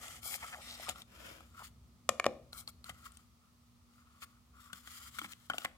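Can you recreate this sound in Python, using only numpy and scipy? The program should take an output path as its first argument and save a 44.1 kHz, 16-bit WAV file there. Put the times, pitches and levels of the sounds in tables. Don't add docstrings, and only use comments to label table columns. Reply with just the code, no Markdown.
import sys
import numpy as np
from scipy import signal
from scipy.fft import rfft, irfft
from scipy.io import wavfile
from scipy.ndimage import uniform_filter1d

SR = 44100
rng = np.random.default_rng(int(sys.argv[2]) if len(sys.argv) > 2 else 0)


def waveform_to_disk(signal):
    frames = np.transpose(np.atleast_2d(signal))
    scaled = np.clip(frames, -1, 1) * 32767
    samples = np.round(scaled).astype(np.int16)
    wavfile.write(sys.argv[1], SR, samples)


N = 254456
TIME = np.arange(N) / SR
HIT_TIME = TIME[:SR // 4]

# start_s, rise_s, hold_s, fall_s, hiss_db, hollow_db, left_minus_right_db [s, dB]
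EDGE_STROKES = [(.212, 0.046, 0.022, 0.044, -43, -55, 5.5), (.255, 0.06, 0.04, 0.023, -42, -55.5, 7.5),
                (2.522, 0.01, 0.06, 0.054, -57, -59, 7), (2.55, 0.037, 0.0082, 0.027, -47.5, -68, 5.5),
                (2.672, 0.0068, 0.0086, 0.022, -50, -52.5, 6.5)]
LID_STROKES = [(-0.021, 0.053, 0.095, 0.11, -51, -58, 2.8), (0.379, 0.054, .004, .045, -53, -47, 1),
               (0.27, 0.18, 0.073, .11, -52.5, -58, 2.5), (0.502, 0.028, .012, 0.033, -68, -54.5, 2.7)]
TAB_STROKES = [(.56, 0.11, 0.037, 0.15, -50, -57.5, 2.4), (.77, 0.046, 0.072, .05, -51.5, -61, 3.7),
               (.865, 0.021, .015, 0.035, -48, -47.5, 4.9), (.92, .06, .042, 0.015, -58, -61.5, 3)]
FINGER_STROKES = [(1.42, 0.039, 0.14, .05, -70.5, -75, 3), (1.53, 0.085, 0.0091, 0.049, -60, -52, 6.7),
                  (1.625, 0.016, 0.011, 0.054, -54.5, -78, 4), (2.835, 0.026, 0.038, .035, -59, -57.5, 4),
                  (2.88, 0.096, 0.11, .1, -67, -64, 3.2), (3.025, 0.031, 0.0073, .028, -54, -56, 4.8),
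                  (3.08, 0.069, 0.051, 0.11, -71, -73, 6), (3.41, 0.0068, 0.0045, 0.11, -90, -70, 6),
                  (3.87, .12, 0.0084, 0.057, -71, -65, 4), (4, 0.16, 0.1, 0.19, -73, -66.5, 2),
                  (4.2, 0.031, 0.0096, 0.012, -53, -52, 3), (4.53, .11, .005, 0.081, -61.5, -61, 7),
                  (4.51, .06, 0.18, .06, -86, -63.5, 3), (4.71, 0.051, 0.019, .09, -57, -64.5, 4.8),
                  (4.82, 0.052, .2, .075, -54, -59, 3.4), (5.1, 0.061, 0.024, 0.042, -53.5, -58, 6.8),
                  (5.2, 0.041, 0.014, 0.025, -51, -56, 4.6), (5.262, 0.033, 0.029, 0.016, -55.5, -58, 8),
                  (5.3, 0.054, 0.17, 0.068, -68.5, -76, 5)]
TABLE_STROKES = [(5.52, 0.032, 0.09, 0.052, -59, -59, 5.6)]

# pitch_hz, relative_level_db [Hz, dB]
EDGE_HISS = [(1000, -50), (1700, -30), (2230, 10), (2570, -16), (3370, 6.5), (3630, -5), (3950, 5),
             (6030, 1.5), (8860, 7.5), (10800, 4), (15000, 5), (16000, -26)]
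LID_HISS = [(1000, -36), (1700, -1.5), (1880, 5.5), (2720, -8.5), (3250, 0.5), (3700, -6.5), (4680, -8.5),
            (5390, -6), (6150, -8), (7140, -2.5), (8300, -4.5), (10500, -9), (15100, -20), (16000, -28)]
TAB_HISS = [(1000, -66), (1700, 2), (2190, 2), (2900, -6), (3880, 2.5), (4260, -2), (4640, -12), (5340, 0),
            (6150, -10), (7010, -8.5), (8300, -3.5), (10400, -12), (14600, -30), (16000, -30)]
SKIN_HISS = [(1000, -29), (1700, -1.5), (1980, 4), (2540, -9.5), (2790, -6), (3250, -2.5), (3600, -3),
             (4380, -3), (6090, -8.5), (6940, -2.5), (10500, -7.5), (15100, -8.5), (16000, -14)]

# pitch_hz, relative_level_db [Hz, dB]
HOLLOW_RUB_SPECTRUM = [(700, -73), (950, -12.5), (1150, 3.5), (1380, 7.5), (1560, -10.5), (1900, -13.5),
                       (2300, -12.5), (2800, -10.5), (4000, -39)]
PANEL_RUB_SPECTRUM = [(120, -32), (250, -8.5), (400, -13), (600, -5), (820, -1), (1050, -17), (1600, -14)]
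SLEEVE_SPECTRUM = [(150, -12), (250, -16), (313, 0), (373, -10.5), (501, -6), (698, -7), (802, -13),
                   (1060, -7.5), (1820, -5.5), (2280, -5), (4190, -13.5), (13900, -20), (16000, -27)]
CASE_CRACK_SPECTRUM = [(200, -30), (450, -2), (1500, 2), (3000, -2.5), (4200, -4), (5300, -1), (6100, -8),
                       (6950, 1), (8000, -9), (10000, -8.5), (12000, -13.5), (16000, -23.5)]
CARD_CRACK_SPECTRUM = [(400, -6.5), (1200, -20), (2800, 3.5), (4200, -0.5), (5500, -5.5), (8000, -1),
                       (11000, -6.5), (16000, -12)]

# [s, dB, Hz]
CARD_HITS = [(.082, -63, -58, -52, 2, 7500, -50), (.231, -69, -71, -54, 8, 2300, -56),
             (0.7972, -53, -60, -59, 5, 630, -53), (0.883, -45.5, -49, -59, -3, 930, -48.5),
             (0.8897, -52, -48, -38.5, 3, 3300, -53), (.895, -44.5, -50, -41.5, 5, 7170, -32),
             (0.958, -71, -57, -62, -3, 1300, -52.5), (1.019, -77, -74, -57, 5, 3600, -47.5),
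             (1.406, -63, -64, -66.5, 4, 1283, -54), (2.5301, -62.5, -58, -55, 3, 4130, -44.5),
             (2.6764, -59.5, -72, -53.5, 0, 4350, -39), (2.8423, -72, -57, -55, 6, 4220, -48.5),
             (2.8936, -52, -47, -47.5, 4, 1340, -45), (2.8988, -73, -49, -55, 5, 2010, -45),
             (3.12, -90, -84.5, -68, 4, 8660, -54), (3.171, -77, -69, -59.5, 3, 8500, -51),
             (4.2222, -66, -54, -60, 11, 1269, -86), (4.7305, -66.5, -42, -47.5, 10, 1540, -51),
             (4.874, -68, -51, -57.5, 21, 1940, -55.5), (5.1862, -72, -50, -47, 12, 1410, -36.5),
             (5.191, -77, -40.5, -46, 3, 2236, -37), (5.215, -59.5, -43, -54, 6, 1210, -50),
             (5.244, -55, -47.5, -55, 5, 2190, -44.5), (5.499, -42, -30, -46.5, 7, 1370, -37),
             (5.535, -54, -44, -60, 4, 3000, -42), (5.542, -50, -51, -61, 4, 657, -48),
             (5.582, -49.5, -48, -42, 6.5, 2880, -33), (5.647, -52, -38, -42, -7, 2960, -48),
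             (5.6489, -41, -37.5, -45, 12, 1870, -39.5)]
# [s, dB, Hz]
RASPS = [(0.299, 0.068, -47, 2400), (0.418, 0.031, -49, 1820), (0.42, 0.03, -51, 930),
         (.523, 0.029, -47, 1810), (.524, 0.041, -54, 840), (0.564, 0.053, -58, 700),
         (0.663, 0.11, -53, 4000), (0.821, 0.024, -56.5, 1320), (1.595, 0.041, -55, 945),
         (2.567, .05, -63, 4270), (4.217, 0.02, -53.5, 2560), (5.228, 0.042, -54, 1920),
         (5.322, 0.016, -51.5, 2880), (5.603, 0.027, -56, 3300), (5.501, .029, -48, 1460),
         (5.642, 0.022, -41, 2080)]
# [s, dB, Hz]
CASE_HITS = [(2.0909, -30, -26.5, -28.5, 8, 1207, -32.5), (2.1977, -39.5, -30.5, -37.5, -1, 2253, -29.5),
             (2.2423, -41.5, -34.5, -46, 3.5, 2300, -38), (2.2558, -44, -44, -48, 4, 1320, -45),
             (2.264, -24.5, -28.5, -37, 5.5, 817, -37)]
# [s, dB, Hz]
BUMPS = [(0.889, -52, 190), (2.1, -48, 120), (2.269, -57, 204), (2.412, -47, 121), (2.90, -44, 146),
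         (2.915, -53, 84.6), (4.73, -50, 191), (5.192, -50, 198), (5.216, -43, 300), (5.246, -47, 193),
         (5.50, -47.5, 212)]

# pitch_hz, relative_level_db, t60_s [Hz, dB, s]
PANEL_MODES = [(260, -14, 0.044), (318, -10, 0.016), (540, -5, 0.012), (780, -2, 0.025)]
HOLLOW_MODES = [(1123, -6, 0.054), (1373, 8, 0.025), (1850, -16, 0.031), (2233, -3.5, 0.024),
                (3360, 3.5, 0.033)]
TABLE_MODES = [(220.4, -29, .17), (400, -16, 0.019), (557, -28, .15), (546, 2.5, 0.023), (721, -1, 0.02)]
SHELL_MODES = [(1130, 3, 0.014), (1330, 0, 0.0069), (1826, -6, 0.02), (2413, -4.5, 0.016),
               (2420, -30.5, .12), (2900, -5.5, .01), (3770, -1.5, 0.004)]

# [Hz, dB]
ROOM_SPECTRUM = [(15, -70.5), (25, -31.5), (53, -1.5), (64, 2), (123, -6.5), (166, -11), (242, -9),
                 (270, -18), (476, -25), (1020, -26.5), (1260, -24.5), (1520, -38.5), (2280, -39.5),
                 (2690, -40), (4490, -39), (16000, -48)]
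# [s, dB]
RUMBLE_LEVEL = [(0, 0), (2.8, 0), (3.4, -6), (5.1, -3), (5.77, -8)]
# [Hz, dB]
HUM = [(120, -83), (239.5, -72.5)]

EDGE_PANEL_DB, LID_PANEL_DB, TAB_PANEL_DB, FINGER_PANEL_DB, TABLE_PANEL_DB = -12.5, -5, -4.5, -20.5, -2.5
HOLLOW_PAN_DB, PANEL_PAN_DB, SLIDE_PAN_DB = 3, 4, 3.6
SPEED_POWER = 1.116
SLIDE_START_S, SLIDE_RISE_S, SLIDE_HOLD_S, SLIDE_FALL_S = 1.06, .19, .025, .215
SLIDE_DB = -51.5
ROOM_T60_S, ROOM_WET_DB, ROOM_DB = 0.4, -14, -63
TOP_HZ = 16200


def rubbing():
    contacts = [
        (EDGE_STROKES, EDGE_HISS, EDGE_PANEL_DB),
        (LID_STROKES, LID_HISS, LID_PANEL_DB),
        (TAB_STROKES, TAB_HISS, TAB_PANEL_DB),
        (FINGER_STROKES, SKIN_HISS, FINGER_PANEL_DB),
        (TABLE_STROKES, SKIN_HISS, TABLE_PANEL_DB),
    ]
    hiss, hollow_power, panel_power = 0, 0, 0
    for strokes, spectrum, flutter_db in contacts:
        hiss_power = 0
        for start_s, rise_s, hold_s, fall_s, hiss_db, hollow_db, pan_db in strokes:
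            drag = stroke(start_s, rise_s, hold_s, fall_s)
            hiss_power = hiss_power + (drag * undb(hiss_db) * pan(pan_db)) ** 2
            hollow_power = hollow_power + (drag * undb(hollow_db)) ** 2
            panel_power = panel_power + (drag * undb(hiss_db + flutter_db)) ** 2
        rub = friction(spectrum, likeness=0.11, grain_db=2.0, catch_db=1.86)
        hiss = hiss + rub * np.sqrt(hiss_power)
    hollow = body_rub(HOLLOW_RUB_SPECTRUM, grain_db=2.0, catch_db=3.0)
    hollow = hollow * np.sqrt(hollow_power) * pan(HOLLOW_PAN_DB)
    panels = body_rub(PANEL_RUB_SPECTRUM, grain_db=3.0, catch_db=2.5)
    panels = panels * np.sqrt(panel_power) * pan(PANEL_PAN_DB)
    return hiss + hollow + panels


def stroke(start_s, rise_s, hold_s, fall_s):
    speeding_up = (TIME - start_s) / rise_s
    slowing = 1 - (TIME - start_s - rise_s - hold_s) / fall_s
    speed = np.clip(np.minimum(speeding_up, slowing), 0, 1)
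    return speed ** SPEED_POWER


def friction(spectrum, likeness, grain_db, catch_db):
    snags = rng.standard_normal(N) * (rng.random(N) < 110 / SR) * 4.5
    unevenness = undb(grain_db * walk(1500) + catch_db * walk(70))
    slips = (pair(likeness) + snags) * unevenness
    echoed = np.array([near_echoes(port) for port in slips])
    return unit(colour(echoed, spectrum))


def near_echoes(x, lags_s=(.0005, .0011, .0023), echo_db=-9, drift=0.071):
    echoes = sum(np.interp(TIME - lag * (1 + drift * walk(4)), TIME, x) for lag in lags_s)
    return x - undb(echo_db) * echoes


def body_rub(spectrum, grain_db, catch_db):
    slips = rng.standard_normal(N) * undb(grain_db * walk(700) + catch_db * walk(70))
    return unit(colour(slips, spectrum))


def sliding():
    scrape = friction(SLEEVE_SPECTRUM, likeness=0.39, grain_db=1.5, catch_db=1.5)
    pull = stroke(SLIDE_START_S, SLIDE_RISE_S, SLIDE_HOLD_S, SLIDE_FALL_S)
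    return scrape * undb(SLIDE_DB) * pull * pan(SLIDE_PAN_DB)


def rasps(grain_db=5, breadth=0.62):
    out = np.zeros((2, N))
    slips = rng.standard_normal(N) * undb(grain_db * walk(900))
    for start_s, length_s, level_db, pitch_hz in RASPS:
        run = slips[int(start_s * SR):][:int(length_s * SR)]
        for _ in range(2):
            run = resonate(run, pitch_hz, breadth * pitch_hz)
        run = unit(run * signal.windows.tukey(len(run)))
        add(out, start_s, undb(level_db) * run * pan(2.0))
    return out


def resonate(x, pitch_hz, width_hz):
    b, a = signal.iirpeak(pitch_hz, pitch_hz / width_hz, fs=SR)
    return signal.lfilter(b, a, x)


def card_taps():
    out = np.zeros((2, N))
    for start_s, panel_db, hollow_db, crack_db, pan_db, flap_hz, flap_db in CARD_HITS:
        panel = undb(panel_db) * ring(PANEL_MODES, scatter_db=2, detune=.06)
        hollow = undb(hollow_db) * ring(HOLLOW_MODES, scatter_db=5.5, detune=0.079)
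        flap = undb(flap_db) * flap_ring(flap_hz, cycles=4)
        add(out, start_s, contact(panel + hollow + flap, rise_s=0.00052) * pan(4.7))
        add(out, start_s, undb(crack_db) * crack(CARD_CRACK_SPECTRUM, decay_s=0.0028) * pan(pan_db))
    return out


def case_knocks():
    out = np.zeros((2, N))
    for start_s, thud_db, shell_db, crack_db, pan_db, wall_hz, wall_db in CASE_HITS:
        thud = undb(thud_db) * ring(TABLE_MODES, scatter_db=9.5, detune=.015)
        shell = undb(shell_db) * ring(SHELL_MODES, scatter_db=2, detune=.015)
        wall = undb(wall_db) * flap_ring(wall_hz, cycles=3.8)
        add(out, start_s, contact(thud + shell + wall, rise_s=0.00035) * pan(1.8))
        add(out, start_s, undb(crack_db) * crack(CASE_CRACK_SPECTRUM, decay_s=0.0018) * pan(pan_db))
    return out


def ring(modes, scatter_db, detune):
    out = 0
    for k, (hz, db, t60_s) in enumerate(modes):
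        place, grip = rng.uniform(-1, 1, 2)
        sign = (-1) ** k
        fade = np.exp(-np.log(1000) * HIT_TIME / t60_s)
        tone = np.sin(2 * np.pi * hz * (1 + detune * grip) * HIT_TIME)
        out = out + sign * undb(db + scatter_db * place) * fade * tone
    return blow(signal.sosfilt(signal.butter(2, 170, "high", fs=SR, output="sos"), out))


def flap_ring(pitch_hz, cycles):
    return blow(np.sin(2 * np.pi * pitch_hz * HIT_TIME) * np.exp(-pitch_hz * HIT_TIME / cycles))


def contact(sound, rise_s):
    return sound * (1 - np.exp(-HIT_TIME / rise_s))


def crack(spectrum, decay_s, rise_s=0.00041):
    lead = SR // 500
    shape = np.exp(-HIT_TIME / decay_s) * (1 - np.exp(-HIT_TIME / rise_s))
    burst = pair(.35)[:, :len(HIT_TIME)] * shape
    burst = colour(np.roll(burst, lead, axis=1), spectrum)[:, lead:]
    return np.array([blow(port) for port in burst])


def bumps(rise_s=0.0033, decay_s=0.0087):
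    out = np.zeros((2, N))
    shape = (1 - np.exp(-HIT_TIME / rise_s)) * np.exp(-HIT_TIME / decay_s)
    for start_s, level_db, pitch_hz in BUMPS:
        add(out, start_s, undb(level_db) * np.sin(2 * np.pi * pitch_hz * HIT_TIME) * shape)
    return out


def room(dry, first_s=0.0039):
    t = TIME[:SR // 2]
    fade = np.exp(-np.log(1000) * t / ROOM_T60_S) * np.clip(t / first_s - 1, 0, 1)
    low_spectrum = [(150, 12.0), (550, 2.5), (1200, -6.0), (2500, -9.5), (5000, -25.5)]
    high_spectrum = [(600, -21), (2300, -6.0), (4200, -5), (7000, -6.5), (10000, -6.0), (16000, -9)]
    low = colour(pair(.85)[:, :len(t)], low_spectrum)
    high = colour(pair(0.21)[:, :len(t)], high_spectrum)
    response = (low + high) * fade / np.sqrt(np.sum(fade ** 2))
    reflections = signal.fftconvolve(dry, response, axes=1)[:, :N]
    return dry + undb(ROOM_WET_DB) * reflections


def background():
    rumble_spectrum = [(25, -16), (45, -6.5), (60, -1.5), (80, -3), (500, -4.5), (4000, -20.5)]
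    rumble_s, rumble_db = np.transpose(RUMBLE_LEVEL)
    rumble = colour(pair(0.96), rumble_spectrum) * undb(np.interp(TIME, rumble_s, rumble_db))
    air = colour(pair(0.067), [(300, -15.5), (2000, 4.0), (4000, 4.0)])
    bed = undb(ROOM_DB) * unit(colour(rumble + air, ROOM_SPECTRUM))
    hum = sum(undb(db) * np.sqrt(2) * np.sin(2 * np.pi * hz * TIME) for hz, db in HUM)
    return bed + hum * undb(1.2 * walk(5.7))


def pair(likeness):
    shared = np.clip(likeness, 0, 1)
    return np.sqrt(shared) * rng.standard_normal(N) + np.sqrt(1 - shared) * rng.standard_normal((2, N))


def pan(db):
    gains = undb(np.array([db, -db]).reshape(2, -1) / 2)
    return gains / gains.mean(axis=0)


def ports(sound, lag_s):
    return np.array([sound[0], np.roll(sound[1], int(round(lag_s * SR)))])


def colour(x, points):
    hz, db = np.transpose(points)
    f = np.maximum(np.fft.rfftfreq(x.shape[-1], 1 / SR), 1)
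    gain = undb(np.interp(np.log(f), np.log(hz), db))
    return irfft(rfft(x) * gain, x.shape[-1])


def walk(rate):
    k = int(SR / rate)
    steps = np.repeat(rng.standard_normal(N // k + 1), k)
    return unit(uniform_filter1d(steps, k)[:N])


def undb(db):
    return 10 ** (np.asarray(db) / 20)


def unit(x):
    return x / np.sqrt(np.mean(x ** 2))


def blow(x):
    return x / np.sqrt(np.sum(x ** 2) / (SR / 100))


def add(out, start_s, sound):
    i = max(int(start_s * SR), 0)
    out[..., i:i + sound.shape[-1]] += sound[..., :N - i]


def scene():
    box = ports(rubbing() + sliding() + rasps() + card_taps() + bumps(), lag_s=0.00015)
    case = ports(case_knocks(), lag_s=.00005)
    return room(box + case) + background()


def record(dry):
    lean = signal.sosfilt(signal.butter(2, 36, "high", fs=SR, output="sos"), dry)
    return signal.sosfilt(signal.ellip(10, .2, 70, TOP_HZ, fs=SR, output="sos"), lean)


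dry = scene()
out = record(dry)
waveform_to_disk(out)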